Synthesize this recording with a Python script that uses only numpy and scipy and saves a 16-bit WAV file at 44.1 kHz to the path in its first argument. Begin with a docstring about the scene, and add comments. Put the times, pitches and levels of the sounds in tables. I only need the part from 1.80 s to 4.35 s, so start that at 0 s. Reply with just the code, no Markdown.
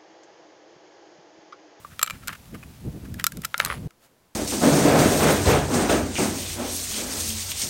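"""Outdoors, a steel knife is laid on stone and clatters, its blade ringing. Then a big mussel shell is
handled and prised open with sharp snaps, and one half knocks and scrapes down onto the rock. All the
while, light wind rumbles on the microphone over a faint hiss of air. Near the end the background drops
abruptly to a quieter hush, followed by a tiny tick and the soft rub of a finger on the shell."""
import sys
import numpy as np
from scipy import signal
from scipy.fft import rfft, irfft, next_fast_len
from scipy.io import wavfile
from scipy.ndimage import uniform_filter1d, map_coordinates

SR = 44100
rng = np.random.default_rng(int(sys.argv[2]) if len(sys.argv) > 2 else 0)


def transcribe(u):
    """Save the signal u as a 16-bit wav file named by the first command-line argument.

    u: samples, shape (n,) or (channels, n), limited to [-1, 1]; the rate is SR.
    q: integer samples, one column per channel.
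    """
    v = np.clip(np.atleast_2d(u).T, -1, 1)
    q = np.round(v * 32767).astype(np.int16)
    wavfile.write(sys.argv[1], SR, q)


N = 112454

# the shell's edges snapping (time [s], body level [dB], treble level [dB], pitch [Hz])
SHELL_SNAPS = [(0.4743, -33.5, -27, 1400), (0.4814, -22, -21.5, 1422), (1.342, -37.5, -36, 1700),
               (1.3975, -26.5, -33.5, 1910), (1.4414, -17.5, -12.5, 1282), (1.4667, -17, -10, 1378),
               (1.521, -36.5, -31.5, 1606), (1.571, -42.5, -32.5, 1360), (1.6186, -45.5, -34, 1320),
               (1.648, -23.5, -23.5, 1307), (1.6514, -22.5, -19, 1364), (1.779, -35, -22.5, 1350),
               (1.7971, -31, -27, 1430), (1.8115, -28.5, -30, 1340), (1.8491, -24, -15.5, 1504),
               (1.8602, -24.5, -24.5, 1210), (2.107, -47, -53, 1290)]
# the shell hitting stone; softer is duller (time [s], level [dB], pitch [Hz], treble limit [Hz])
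SHELL_KNOCKS = [(0.492, -24.5, 1270, 4000), (1.7433, -15.5, 1426, 9070), (1.801, -7.5, 1399, 14000),
                (1.821, -24, 1160, 2200), (1.873, -28, 1260, 2560), (1.901, -17.5, 1249, 2350),
                (1.9117, -20.5, 1285, 2600), (1.9233, -23, 1193, 2390)]
# soft taps on the closed shell (time [s], level [dB], pitch [Hz])
SHELL_TAPS = [(0.048, -25.5, 1172), (0.433, -37, 1335), (.751, -36, 1190), (0.829, -36, 2506)]
# the knife hitting stone (time [s], body level [dB], treble level [dB], high ring [dB], clang [Hz])
KNIFE_HITS = [(0.1935, -20.5, -31.5, -54.5, 3200), (.2147, -23.5, -33, -29, 2350),
              (.228, -17, -14, -30, 5600), (0.2294, -11.5, -14.5, -6, 4400), (0.244, -32, -44, -50, 4400),
              (0.2627, -30, -36, -27.5, 4000), (.274, -28, -41, -50, 2400), (.2772, -27, -52, -57, 3000),
              (0.2993, -25, -34, -34, 2400), (0.3072, -23, -35, -30.5, 2330)]
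# ringing tones; each hit retunes the shell's (pitch [Hz], level [dB], time to fade by 60 dB [s])
SHELL_LOW_TONES = [(1290, 1, .028), (2080, -6, .012)]
SHELL_HIGH_TONES = [(3664, -8, 0.021), (4944, -9.5, 0.021), (7340, -0.5, 0.0071), (9200, -14.5, 0.018)]
KNOCK_TONES = [(1370, -18, 0.12), (610, -17, 0.02), (1272, 2, 0.014), (2052, 4.5, 0.006),
               (3370, -3, 0.0092)]
TAP_TONES = [(1173, -0.5, 0.035), (1116, -5, 0.012), (530, -10.5, 0.015)]
BLADE_LOW_TONES = [(1290, 0, 0.02), (2356, -20.5, 0.091), (4020, -26, 0.073)]
BLADE_HIGH_TONES = [(7596, 0, .028), (13070, -11, .026)]
# scuffs, handling bumps and a finger on the wet shell (middle time [s], half length [s], level [dB])
SCUFF_STROKES = [(0.124, 0.011, -50.5), (0.346, 0.014, -46), (0.432, 0.0069, -51.5), (0.499, 0.017, -41),
                 (0.533, 0.0046, -37), (0.554, 0.0046, -40.5), (0.751, 0.0088, -45.5),
                 (.835, 0.0037, -44.5), (1.255, 0.0057, -46.5), (1.405, 0.011, -38.5), (1.641, 0.0045, -37)]
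HANDLING_BUMPS = [(0.748, 0.012, -35.5), (1.064, 0.021, -36.5), (1.163, 0.017, -36.5),
                  (1.578, 0.016, -37.5), (2.027, 0.022, -41.5)]
FINGER_RUB = (2.245, 0.023, -57.5)
# how loud the sliding shell and the wind are as time passes (time [s], level [dB])
SCRAPE_LEVELS = [(1.76, -51), (1.81, -40), (1.919, -35), (1.976, -46.5), (2.03, -78)]
WIND_LEVELS = [(0.281, -55.5), (.34, -42.5), (.4, -51.5), (.465, -42.5), (.53, -52), (.76, -43.5),
               (1, -47.5), (1.06, -33), (1.12, -37.5), (1.36, -37), (1.48, -49.5), (1.58, -40),
               (1.719, -57), (1.931, -38.5), (2.061, -31)]
# the "colour", or mix of low and high, of each kind of hit (frequency [Hz], relative level [dB])
SHELL_COLOUR = [(200, -30.5), (580, -13), (950, -25.5), (1450, 0), (3500, -6), (7000, -18), (16000, -29)]
STONE_COLOUR = [(200, -41), (550, -2.5), (780, -8.5), (1300, 6), (3800, -5.5), (5000, -14.5),
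                (16000, -24.5)]
KNIFE_COLOUR = [(250, -55.5), (520, -0.5), (780, -8.5), (1200, 6.5), (3200, 5), (4800, -2), (16000, -15)]
CRACK_COLOUR = [(500, -32.5), (2000, -27), (4500, 11), (7500, 15), (10000, 10.5), (14000, 15.5),
                (16500, -7.5)]
# the colours of sliding and handling (frequency [Hz], relative level [dB])
SCRAPE_COLOUR = [(300, -2), (620, 1), (1200, -3.5), (2300, -1), (4900, -9), (6300, -13.5), (9600, -14),
                 (10600, -1), (11400, -18.5), (16000, -17)]
CRUNCH_COLOUR = [(350, -18), (650, -2), (1300, 1.5), (2400, -8), (5000, -32.5)]
SCUFF_COLOUR = [(800, -15.5), (1400, 3), (2050, -5), (2800, -6.5), (4200, -17), (16000, -20.5)]
BUMP_COLOUR = [(50, -23), (180, 2.5), (350, -5), (650, -18.5), (2500, -53)]
# the colours of the wind, the air and the closing hush (frequency [Hz], relative level [dB])
WIND_COLOUR = [(20, -16.5), (60, -0.5), (150, 1), (250, -6), (650, -27), (4000, -68)]
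AIR_COLOUR = [(250, -14), (550, 3.5), (4770, -4), (15500, -7)]
HUSH_COLOUR = [(300, 2.5), (650, 0), (2360, -10), (15500, -16.5)]
HISS_TOP_HZ, TOP_HZ = 15900, 16900  # upper limits of the long noises and of the whole sound


def shell_snaps():
    """The brittle shell cracks brightly and rings hollow, at a pitch that shifts with the grip."""
    out = np.zeros(N)
    for start, body_db, treble_db, ring_hz in SHELL_SNAPS:
        tuning = ring_hz / SHELL_LOW_TONES[0][0]
        body = burst(SHELL_COLOUR, fade_s=0.011) + ring(SHELL_LOW_TONES, tuning)
        crack = burst(CRACK_COLOUR, fade_s=0.011)
        high_ring = ring(SHELL_HIGH_TONES, tuning * rng.uniform(0.94, 1.06))
        add(out, start, amp(body_db) * body + amp(treble_db) * (crack + high_ring))
    return out


def shell_knocks():
    """The shell rings briefly when it knocks on stone or is softly tapped."""
    out = np.zeros(N)
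    for start, db, ring_hz, limit_hz in SHELL_KNOCKS:
        clack = burst(STONE_COLOUR, fade_s=0.012, strike_db=2)
        tones = ring(KNOCK_TONES, ring_hz / KNOCK_TONES[0][0])
        muffle = signal.butter(2, min(limit_hz, TOP_HZ), fs=SR)
        add(out, start, amp(db) * signal.lfilter(*muffle, clack + tones))
    for start, db, ring_hz in SHELL_TAPS:
        tones = ring(TAP_TONES, ring_hz / TAP_TONES[0][0])
        clack = amp(-21) * burst(STONE_COLOUR, fade_s=0.04)
        add(out, start, amp(db) * (tones + clack))
    return out


def knife_clatter(clang_db=1.5, clang_fade_s=0.011, damping_s=0.002):
    """Each spot of the knife clangs differently on the rock; the next hit stops the steel's high ring."""
    out = np.zeros(N)
    next_starts = [hit[0] for hit in KNIFE_HITS[1:]] + [N / SR]
    for (start, body_db, treble_db, high_db, clang_hz), next_start in zip(KNIFE_HITS, next_starts):
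        high_ring = ring(BLADE_HIGH_TONES)
        since_next_hit = np.maximum(start + seconds(len(high_ring)) - next_start, 0)
        high_ring *= np.exp(-since_next_hit / damping_s)
        clack = amp(-2) * burst(KNIFE_COLOUR, fade_s=0.01)
        body = clack + ring(BLADE_LOW_TONES + [(clang_hz, clang_db, clang_fade_s)])
        crack = burst(CRACK_COLOUR, fade_s=0.012)
        add(out, start, amp(body_db) * body + amp(treble_db) * crack + amp(high_db) * high_ring)
    return out


def friction():
    """Handling makes scuffs and bumps, the shell hisses and crunches over rock, and a finger rubs it."""
    scuffs = sum(swell(*stroke) for stroke in SCUFF_STROKES) * noise(SCUFF_COLOUR, grit_db=3.5)
    bumps = sum(swell(*bump) for bump in HANDLING_BUMPS) * noise(BUMP_COLOUR)
    crunch = amp(-6) * noise(CRUNCH_COLOUR, grit_db=8)
    hiss = amp(-2.5) * noise(SCRAPE_COLOUR, grit_db=3)
    slide_db = np.interp(seconds(N), *np.transpose(SCRAPE_LEVELS), left=-120, right=-120)
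    rub = swell(*FINGER_RUB) * noise(AIR_COLOUR)
    return scuffs + bumps + amp(slide_db) * (hiss + crunch) + rub


def stone_echo(sound, echo_db=-22, fade_s=0.09, rise_s=0.0028):
    """The sound plus a faint, short echo scattered by the stone bank."""
    t = seconds(SR // 3)
    tail = rng.standard_normal(len(t)) * amp(-60 * t / fade_s) * (1 - np.exp(-t / rise_s))
    echo = signal.fftconvolve(sound, tail / np.linalg.norm(tail))[:N]
    return sound + amp(echo_db) * echo


def wind_and_air(flutter_db=2, air_db=-54.5, hush_db=-63, drop_at_s=2.076):
    """Wind rumbles on the microphone and the air hisses; both give way abruptly to a quieter hush."""
    gust_db = np.interp(seconds(N), *np.transpose(WIND_LEVELS)) + flutter_db * wobble(25.01)
    wind = amp(gust_db) * noise(WIND_COLOUR)
    air = amp(air_db) * noise(AIR_COLOUR, grit_db=1.5)
    hush = amp(hush_db) * noise(HUSH_COLOUR)
    before_drop = np.clip((drop_at_s - seconds(N)) / 0.0017, 0, 1)
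    return before_drop * (wind + air) + (1 - before_drop) * hush


def burst(colour, fade_s, strike_db=-15, size=8192):
    """The noise of one hit: a sharp strike and a rattle that quickly dies away."""
    rattle = rng.standard_normal(size) * amp(-60 * seconds(size) / fade_s)
    spectrum = rfft(rattle / np.linalg.norm(rattle)) + amp(strike_db)
    own_colour = np.sqrt(np.abs(uniform_filter1d(np.abs(spectrum) ** 2, size=120)) + 1e-12)
    gain = colour_gain(colour, np.fft.rfftfreq(size, 1 / SR)) / own_colour
    # turn the gain into a filter that makes no sound ahead of the strike
    log_filter = irfft(np.log(gain))
    shaping = np.exp(rfft(2 * log_filter[:size // 2], size))
    hit = irfft(spectrum * shaping) * (np.arange(size) < size // 2)
    return hit / np.linalg.norm(hit) * np.sqrt(SR / 1000)  # as much energy as 1 ms at level 1


def ring(tones, tuning=1, rise_s=0.00063, size=8192):
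    """A struck object rings with fading tones, in a slightly different mix each time."""
    t = seconds(size)
    out = np.zeros(size)
    for hz, db, fade_s in tones:
        sign = rng.choice([-1, 1])
        level = amp(db + rng.normal(0, 1.66) - 60 * t / fade_s)
        out += sign * level * np.sin(2 * np.pi * hz * tuning * t)
    return out * (1 - np.exp(-t / rise_s))


def noise(colour, grit_db=0):
    """Noise of a given colour; grit_db makes its level flicker fast, which sounds gritty."""
    source = rng.standard_normal(N) * amp(grit_db * wobble(900))
    shaped = filtered(source, lambda hz: colour_gain(colour, hz) * (hz < HISS_TOP_HZ))
    return shaped / np.sqrt(np.mean(shaped ** 2) + 1e-20)  # average power of 1


def swell(middle_s, half_s, db):
    """A level that rises and falls in a bell shape."""
    return amp(db) * np.exp(-((seconds(N) - middle_s) / half_s) ** 2 / 2)


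def wobble(rate):
    """A smooth curve through `rate` random values a second."""
    return map_coordinates(rng.standard_normal(int(N * rate / SR) + 4), [seconds(N) * rate])


def colour_gain(colour, hz):
    """How strong a colour is at each frequency, joining the points of its table."""
    points_hz, points_db = np.transpose(colour)
    return amp(np.interp(np.log(hz + 1), np.log(points_hz + 1), points_db))


def filtered(sound, gain_at):
    """Turn each frequency up or down by gain_at(hz)."""
    size = next_fast_len(N + SR // 2)
    return irfft(rfft(sound, size) * gain_at(np.fft.rfftfreq(size, 1 / SR)), size)[:N]


def add(track, start_s, sound):
    """Mix a sound into the track at a given time."""
    part = track[round(start_s * SR):][:len(sound)]
    part += sound[:len(part)]


def amp(db):
    """Turn decibels into a number to multiply by."""
    return 10 ** (np.asarray(db) / 20)


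def seconds(size):
    """The time of each sample."""
    return np.arange(size) / SR


def scene():
    """Knife and shell on the rock, in the open air."""
    hits = knife_clatter() + shell_snaps() + shell_knocks()
    return (stone_echo(hits) + friction() + wind_and_air())[None]


def record(dry):
    """The microphone keeps nothing above its highest frequency."""
    return filtered(dry[0], lambda hz: hz < TOP_HZ)[None]


dry = scene()
out = record(dry)
transcribe(out)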